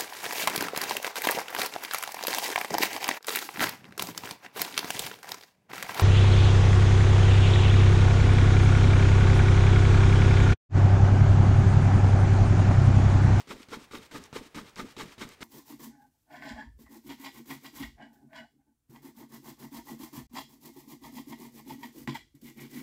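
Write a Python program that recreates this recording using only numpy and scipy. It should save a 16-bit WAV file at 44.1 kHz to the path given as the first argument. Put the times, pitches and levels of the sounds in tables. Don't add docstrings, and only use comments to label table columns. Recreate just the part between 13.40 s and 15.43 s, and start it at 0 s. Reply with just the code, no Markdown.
import sys
import numpy as np
from scipy import signal
from scipy.fft import rfft, irfft, next_fast_len
from scipy.io import wavfile
from scipy.ndimage import uniform_filter1d

SR = 44100
rng = np.random.default_rng(int(sys.argv[2]) if len(sys.argv) > 2 else 0)


def ratio(d):
    e = np.asarray(d, float) / 20
    return 10 ** e


def master_out(mix):
    frames = np.transpose(np.atleast_2d(mix))
    ceiling = np.clip(frames, -1, 1)
    pcm = np.round(ceiling * 32767).astype(np.int16)
    wavfile.write(sys.argv[1], SR, pcm)


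N = 89611
TIME_S = np.arange(N) / SR


def rms_one(x):
    return x / np.sqrt(np.mean(x ** 2) + 1e-20)


def colour(x, points, peaks=()):
    size = next_fast_len(N + SR // 2)
    size += size % 2
    hz = np.maximum(np.fft.rfftfreq(size, 1 / SR), 1)
    point_hz, point_db = np.array(points).T
    db = np.interp(np.log(hz), np.log(point_hz), point_db)
    for peak_hz, width_hz, peak_db in peaks:
        db = db + peak_db / (1 + (2 * (hz - peak_hz) / width_hz) ** 2)
    cepstrum = irfft(db * np.log(10) / 20, size)
    cepstrum[1:size // 2] *= 2
    cepstrum[size // 2 + 1:] = 0
    response = np.exp(rfft(cepstrum))
    return rms_one(irfft(rfft(x, size) * response, size)[:N])


def grains(per_s, spread_db):
    sizes = ratio(spread_db * np.minimum(rng.exponential(1, N), 5))
    signs = rng.choice([-1, 1], N)
    return rms_one(sizes * signs * (rng.random(N) < per_s / SR))


def ring(clicks, hz, t60_s):
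    radius, angle = ratio(-60 / (t60_s * SR)), 2 * np.pi * hz / SR
    return signal.lfilter([0, np.sin(angle)], [1, -2 * radius * np.cos(angle), radius * radius], clicks + 1e-18)


# landing t/s, landing level/dB, full pressure after t/s, pressure level/dB, lift-off after t/s
DAB_STROKES = [(-.140, 0, 0.099, 3.5, 0.16), (0.073, -6.5, 0.04, -1, 0.16), (0.287, -9.5, 0.051, -1, 0.16),
               (0.511, -5, 0.04, -0.5, .150), (.712, -3.5, 0.047, 0, 0.15), (0.93, -2, 0.034, 0.5, 0.14),
               (1.146, 2.5, 0.035, -1, 0.15), (1.363, -1, 0.034, 0, 0.159), (1.566, -2.5, 0.042, 1, 0.17),
               (1.781, -3, 0.042, 0.5, 0.16), (2.007, -1.5, 0.025, -0.5, 0.12)]


def dab_gain(levels_db):
    touch_s, settle_s, ease_s, leave_s = 0.0019, 0.014, 0.043, 0.027
    splay_s, hold_s, unbend_s = 0.014, 0.0037, 0.02
    land, settle, splay, full, unbend, eased, lift, gone = levels_db
    points = []
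    for land_s, land_db, press_after_s, press_db, lift_after_s in DAB_STROKES:
        press_s, lift_s = land_s + press_after_s, land_s + lift_after_s
        points += [
            (land_s - touch_s, gone),
            (land_s, land + land_db),
            (land_s + settle_s, settle + land_db),
            (press_s - splay_s, splay + press_db),
            (press_s - hold_s, full + press_db),
            (press_s + hold_s, full + press_db),
            (press_s + unbend_s, unbend + press_db),
            (press_s + ease_s, eased + press_db),
            (lift_s, lift),
            (lift_s + leave_s, gone)]
    return ratio(np.interp(TIME_S, *np.transpose(points)))


# landing, settled, splayed, full pressure, unbending, eased, lift-off, gone level/dB
HISS_STAGES = (-51, -48.5, -49, -47, -50.5, -60.5, -55.5, -75)
TICK_STAGES = (-47, -56, -48.5, -41, -51.5, -59.5, -61.5, -83)
SIZZLE_STAGES = (-87, -71, -62, -63, -59, -99, -66, -103)
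# f/Hz, density level/dB per Hz
HISS_SPECTRUM = [(880, -4.5), (1500, -6), (2220, -5), (3320, -5.5), (3770, -6), (7410, -11.5),
                 (10400, -13.5), (13900, -25), (15600, -40)]
TICK_SPECTRUM = [(300, -36), (700, -12), (1200, -3), (2200, -12.5), (4000, -21), (7000, -30),
                 (12000, -42.5)]
# f/Hz, width/Hz, level/dB
HISS_SHEEN = [(10590, 1700, -10.5), (13600, 2100, 3.5)]
# f/Hz, width/Hz, level/dB
WEAVE_MODES = [(883, 31, 12), (1180, 34, 4.5), (1600, 71, 2), (2180, 510, 7), (3016, 37, 7), (3203, 41, 13),
               (3790, 330, 12.5), (5310, 420, 10)]


def bristles():
    hairs_per_s, ticks_per_s, spread_db = 12000, 4000, 2.0
    uneven = ratio(1.2 * rms_one(uniform_filter1d(rng.standard_normal(N), size=400)))
    hiss = colour(grains(hairs_per_s, spread_db), [(500, -45.0)] + list(HISS_SPECTRUM), HISS_SHEEN)
    ticks = colour(grains(ticks_per_s, spread_db), TICK_SPECTRUM, WEAVE_MODES)
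    sizzle = colour(grains(hairs_per_s, spread_db), [(5000, -35), (9000, 1), (13000, 2), (16000, 3)])
    scrub = hiss * dab_gain(HISS_STAGES) + ticks * dab_gain(TICK_STAGES)
    return uneven * scrub + sizzle * dab_gain(SIZZLE_STAGES)


# f/Hz, level/dB, t60/s
DRUM_MODES = [(188.7, -13.5, 0.11), (250, -8, 0.07), (280, -3.5, 0.045), (387.4, -1, 0.039),
              (443, -3.5, 0.046), (608, -5.5, 0.023)]
# landing, settled, splayed, full pressure, unbending, eased, lift-off, gone level/dB
DRUM_STAGES = (-50, -50, -47.5, -43, -48, -53, -63.5, -90)


def canvas_drum():
    soft = signal.butter(2, 700, fs=SR, output="sos")
    drum = np.zeros(N)
    for hz, db, t60_s in DRUM_MODES:
        tugs = signal.sosfilt(soft, grains(350, spread_db=1.0))
        drum += ratio(db) * ring(tugs, hz, t60_s)
    return rms_one(drum) * dab_gain(DRUM_STAGES)


# landing, settled, splayed, full pressure, unbending, eased, lift-off, gone level/dB
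RUMBLE_STAGES = (-97, -55, -57, -64, -61.5, -59.5, -67.5, -76)


def cloth_rumble():
    spectrum = [(30, -38), (70, -3), (110, -3.5), (170, -5.0), (400, -35.0)]
    return colour(rng.standard_normal(N), spectrum) * dab_gain(RUMBLE_STAGES)


# f/Hz, density level/dB per Hz
AIR_SPECTRUM = [(12, -75), (20, -6), (252, -0.5), (429, 0.5), (551, -1.5), (1170, -4.5), (2480, -7),
                (3770, -12.5), (15600, -27)]


def room_air():
    return ratio(-55.5 - 7.0) * colour(rng.standard_normal(N), AIR_SPECTRUM)


def screen_whine():
    return ratio(-86) * np.sin(2 * np.pi * 15733 * TIME_S)


# t/s, peak level/dB, low f/Hz, high f/Hz
SNAP_EVENTS = [(.0046, -36, 2240, 5570), (.0050, -53, 7500, 10100), (0.1198, -30.5, 590, 2480),
               (.2300, -41.5, 2500, 4900), (.3410, -44, 900, 3000), (.2860, -47, 1520, 5000),
               (.378, -57, 7000, 15200), (.584, -49, 9000, 15000), (0.8384, -40, 4300, 6550),
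               (0.8386, -47, 8500, 10900), (.8440, -49, 4500, 6500), (0.9280, -37.5, 800, 6500),
               (1.3585, -38, 2200, 5900), (1.3587, -54, 7450, 9500), (1.4561, -52, 9000, 15000),
               (1.6040, -41, 2500, 8000), (1.6332, -45, 11600, 15200), (1.6335, -37.5, 2500, 9000),
               (1.818, -37, 1200, 5000), (1.8900, -39.5, 3000, 9500), (1.8900, -52, 13000, 15000)]


def snaps():
    rise_s, t60_s, length = 0.0004, 0.006, 600
    out, t = np.zeros(N + length), np.arange(length) / SR
    envelope = ratio(-60 * t / t60_s) * np.minimum(t / rise_s, 1)
    for s, db, low_hz, high_hz in SNAP_EVENTS:
        band = signal.butter(2, [low_hz, high_hz], "band", fs=SR, output="sos")
        crack = signal.sosfilt(band, rng.standard_normal(length) * envelope)
        start = int(s * SR)
        out[start:start + length] += ratio(db) * crack / np.abs(crack).max()
    return out[:N]


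# t/s, peak level/dB,
# f/Hz
CATCH_EVENTS = [(0.075, -42, 1130), (0.112, -28, 540), (0.107, -32, 1377), (0.114, -37, 880),
                (0.119, -31, 1160), (0.322, -33, 1370), (0.332, -27, 1108), (0.341, -29, 1205),
                (0.511, -40, 1160), (0.534, -33, 1230), (0.543, -34, 1120), (0.745, -33.5, 1287),
                (0.756, -31.5, 1170), (0.928, -37.5, 880), (0.962, -46, 850), (0.965, -39, 1180),
                (1.145, -58, 1270), (1.168, -35, 1600), (1.185, -28, 1250), (1.395, -29.5, 1220),
                (1.401, -37.5, 610), (1.401, -27, 1280), (1.567, -45, 1120), (1.592, -51, 940),
                (1.605, -45, 1810), (1.607, -30, 1270), (1.619, -35, 1170), (1.806, -39, 1180),
                (1.821, -34, 1180), (1.832, -43, 1310), (2.007, -48, 1220), (2.025, -35, 1210),
                (.513, -44, 3750), (.584, -41, 3730), (1.568, -41, 3830), (1.78, -47, 3770),
                (1.397, -32, 1850), (.286, -48, 2200), (1.822, -37, 2140), (.878, -45, 800)]


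def catches():
    rise_s, t60_s, gain_db, length = 0.0025, 0.026, -1.5, 600
    out, t = np.zeros(N + length), np.arange(length) / SR
    envelope = ratio(gain_db - 60 * t / t60_s) * np.minimum(t / rise_s, 1)
    for s, db, hz in CATCH_EVENTS:
        start = int(s * SR)
        out[start:start + length] += ratio(db) * envelope * np.sin(2 * np.pi * hz * t)
    return out[:N]


# t/s, peak level/dB
PAT_EVENTS = [
    (0.077, -47.5),
    (.286, -45.5),
    (0.513, -42),
    (.713, -67),
    (0.929, -33),
    (1.144, -49),
    (1.364, -53),
    (1.568, -43),
    (1.78, -40),
    (2.008, -39),
]


def pats():
    pitch_hz, sweep_s, t60_s = 153, 0.0068, 0.024
    s, db = np.array(PAT_EVENTS).T[:, :, None]
    t = np.maximum(TIME_S - s, 0)
    sagging = np.sin(2 * np.pi * pitch_hz * np.sqrt(t * sweep_s))
    return np.sum(ratio(db - 60 * t / t60_s) * sagging, axis=0)


# t/s, peak level/dB
REBOUND_EVENTS = [
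    (.150, -55),
    (0.365, -54),
    (.580, -55),
    (0.786, -55),
    (.999, -52),
    (1.210, -58),
    (1.430, -50),
    (1.637, -51),
    (1.854, -56),
]


def stretcher():
    width_s, give_before_s, give_db = 0.0091, 0.057, -10
    rebound = np.array(REBOUND_EVENTS)
    give = rebound + [-give_before_s, give_db]
    s, db = np.concatenate([rebound, give]).T[:, :, None]
    u = ((TIME_S - s) / width_s) ** 2
    return np.sum(ratio(db) * (1 - u) * np.exp(-u / 2), axis=0)


# t/s, peak level/dB, f/Hz
TUG_EVENTS = [(0.102, -36, 192), (0.13, -38.5, 250), (0.149, -38.5, 242), (0.202, -37, 282),
              (0.318, -33, 280), (0.328, -29, 436), (0.369, -32.5, 240), (0.383, -38.5, 253),
              (0.411, -43.5, 277), (0.533, -39, 455), (0.541, -34.5, 310), (0.728, -40, 356),
              (0.747, -31.5, 302), (0.782, -38, 192), (0.954, -32.5, 276), (0.960, -26.5, 437),
              (0.966, -36.5, 438), (1.009, -35, 259), (1.015, -41, 447), (1.16, -31.5, 216),
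              (1.174, -30, 258), (1.213, -37, 220), (1.392, -28.5, 229), (1.428, -39, 214),
              (1.443, -31.5, 258), (1.572, -36, 350), (1.597, -49, 414), (1.632, -34, 205),
              (1.654, -35, 190), (1.816, -28.5, 280), (1.167, -37, 250), (1.182, -39.5, 238),
              (1.434, -37, 250), (1.85, -35, 192)]
# t/s, peak level/dB, f/Hz
FLAP_EVENTS = [(0.164, -39, 400), (0.18, -48, 275), (0.393, -48, 266), (0.429, -53, 269), (0.558, -62, 385),
               (0.575, -37, 334), (0.589, -38.5, 222), (0.609, -50, 248), (0.629, -60, 239),
               (0.764, -39, 377), (0.799, -40, 229), (0.819, -54, 200), (0.982, -42, 210),
               (1.028, -40, 262), (1.059, -41, 288), (1.195, -43, 234), (1.228, -47, 293), (1.25, -55, 312),
               (1.269, -64, 234), (1.414, -33, 265), (1.458, -37, 242), (1.48, -52, 253),
               (1.615, -36.5, 175), (1.674, -45, 180), (1.83, -43, 198), (1.868, -39.5, 264),
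               (2.019, -46, 412)]


def thumps():
    lag_s, rise_s, t60_s, gain_db, flap_db = 0.0012, 0.0015, 0.032, 3, -2
    upper_ratio, upper_gain = 1.744, 0.22
    flaps = np.array(FLAP_EVENTS) + [0, flap_db, 0]
    s, db, hz = np.concatenate([np.array(TUG_EVENTS), flaps]).T[:, :, None]
    t = np.maximum(TIME_S - s - lag_s, 0)
    envelope = ratio(db + gain_db - 60 * t / t60_s) * (1 - np.exp(-t / rise_s))
    phase = 2 * np.pi * hz * t
    return np.sum(envelope * (np.sin(phase) + upper_gain * np.sin(upper_ratio * phase)), axis=0)


def studio(x):
    t60_s, level_db, gap_s = 0.5, -22.5, 0.006
    t = np.arange(int(0.4 * SR)) / SR
    dull = signal.lfilter([1], [1, -0.6], rng.standard_normal(len(t)))
    tail = dull * ratio(-60 * t / t60_s) * (t > gap_s)
    tail /= np.sqrt(np.sum(tail ** 2))
    return ratio(level_db) * signal.fftconvolve(x, tail)[:N]


def scene():
    cloth = canvas_drum() + cloth_rumble() + thumps()
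    brush = bristles() + cloth + snaps() + catches() + pats() + stretcher()
    return (brush + studio(brush) + room_air() + screen_whine())[None]


def top_cut(x):
    return signal.sosfilt(signal.butter(12, 15750, fs=SR, output="sos"), x)


def record(dry):
    low_pass = signal.ellip(14, 0.5, 60, 15770, fs=SR, output="sos")
    mix = signal.sosfilt(low_pass, dry)
    return top_cut(mix)


dry = scene()
out = record(dry)
master_out(out)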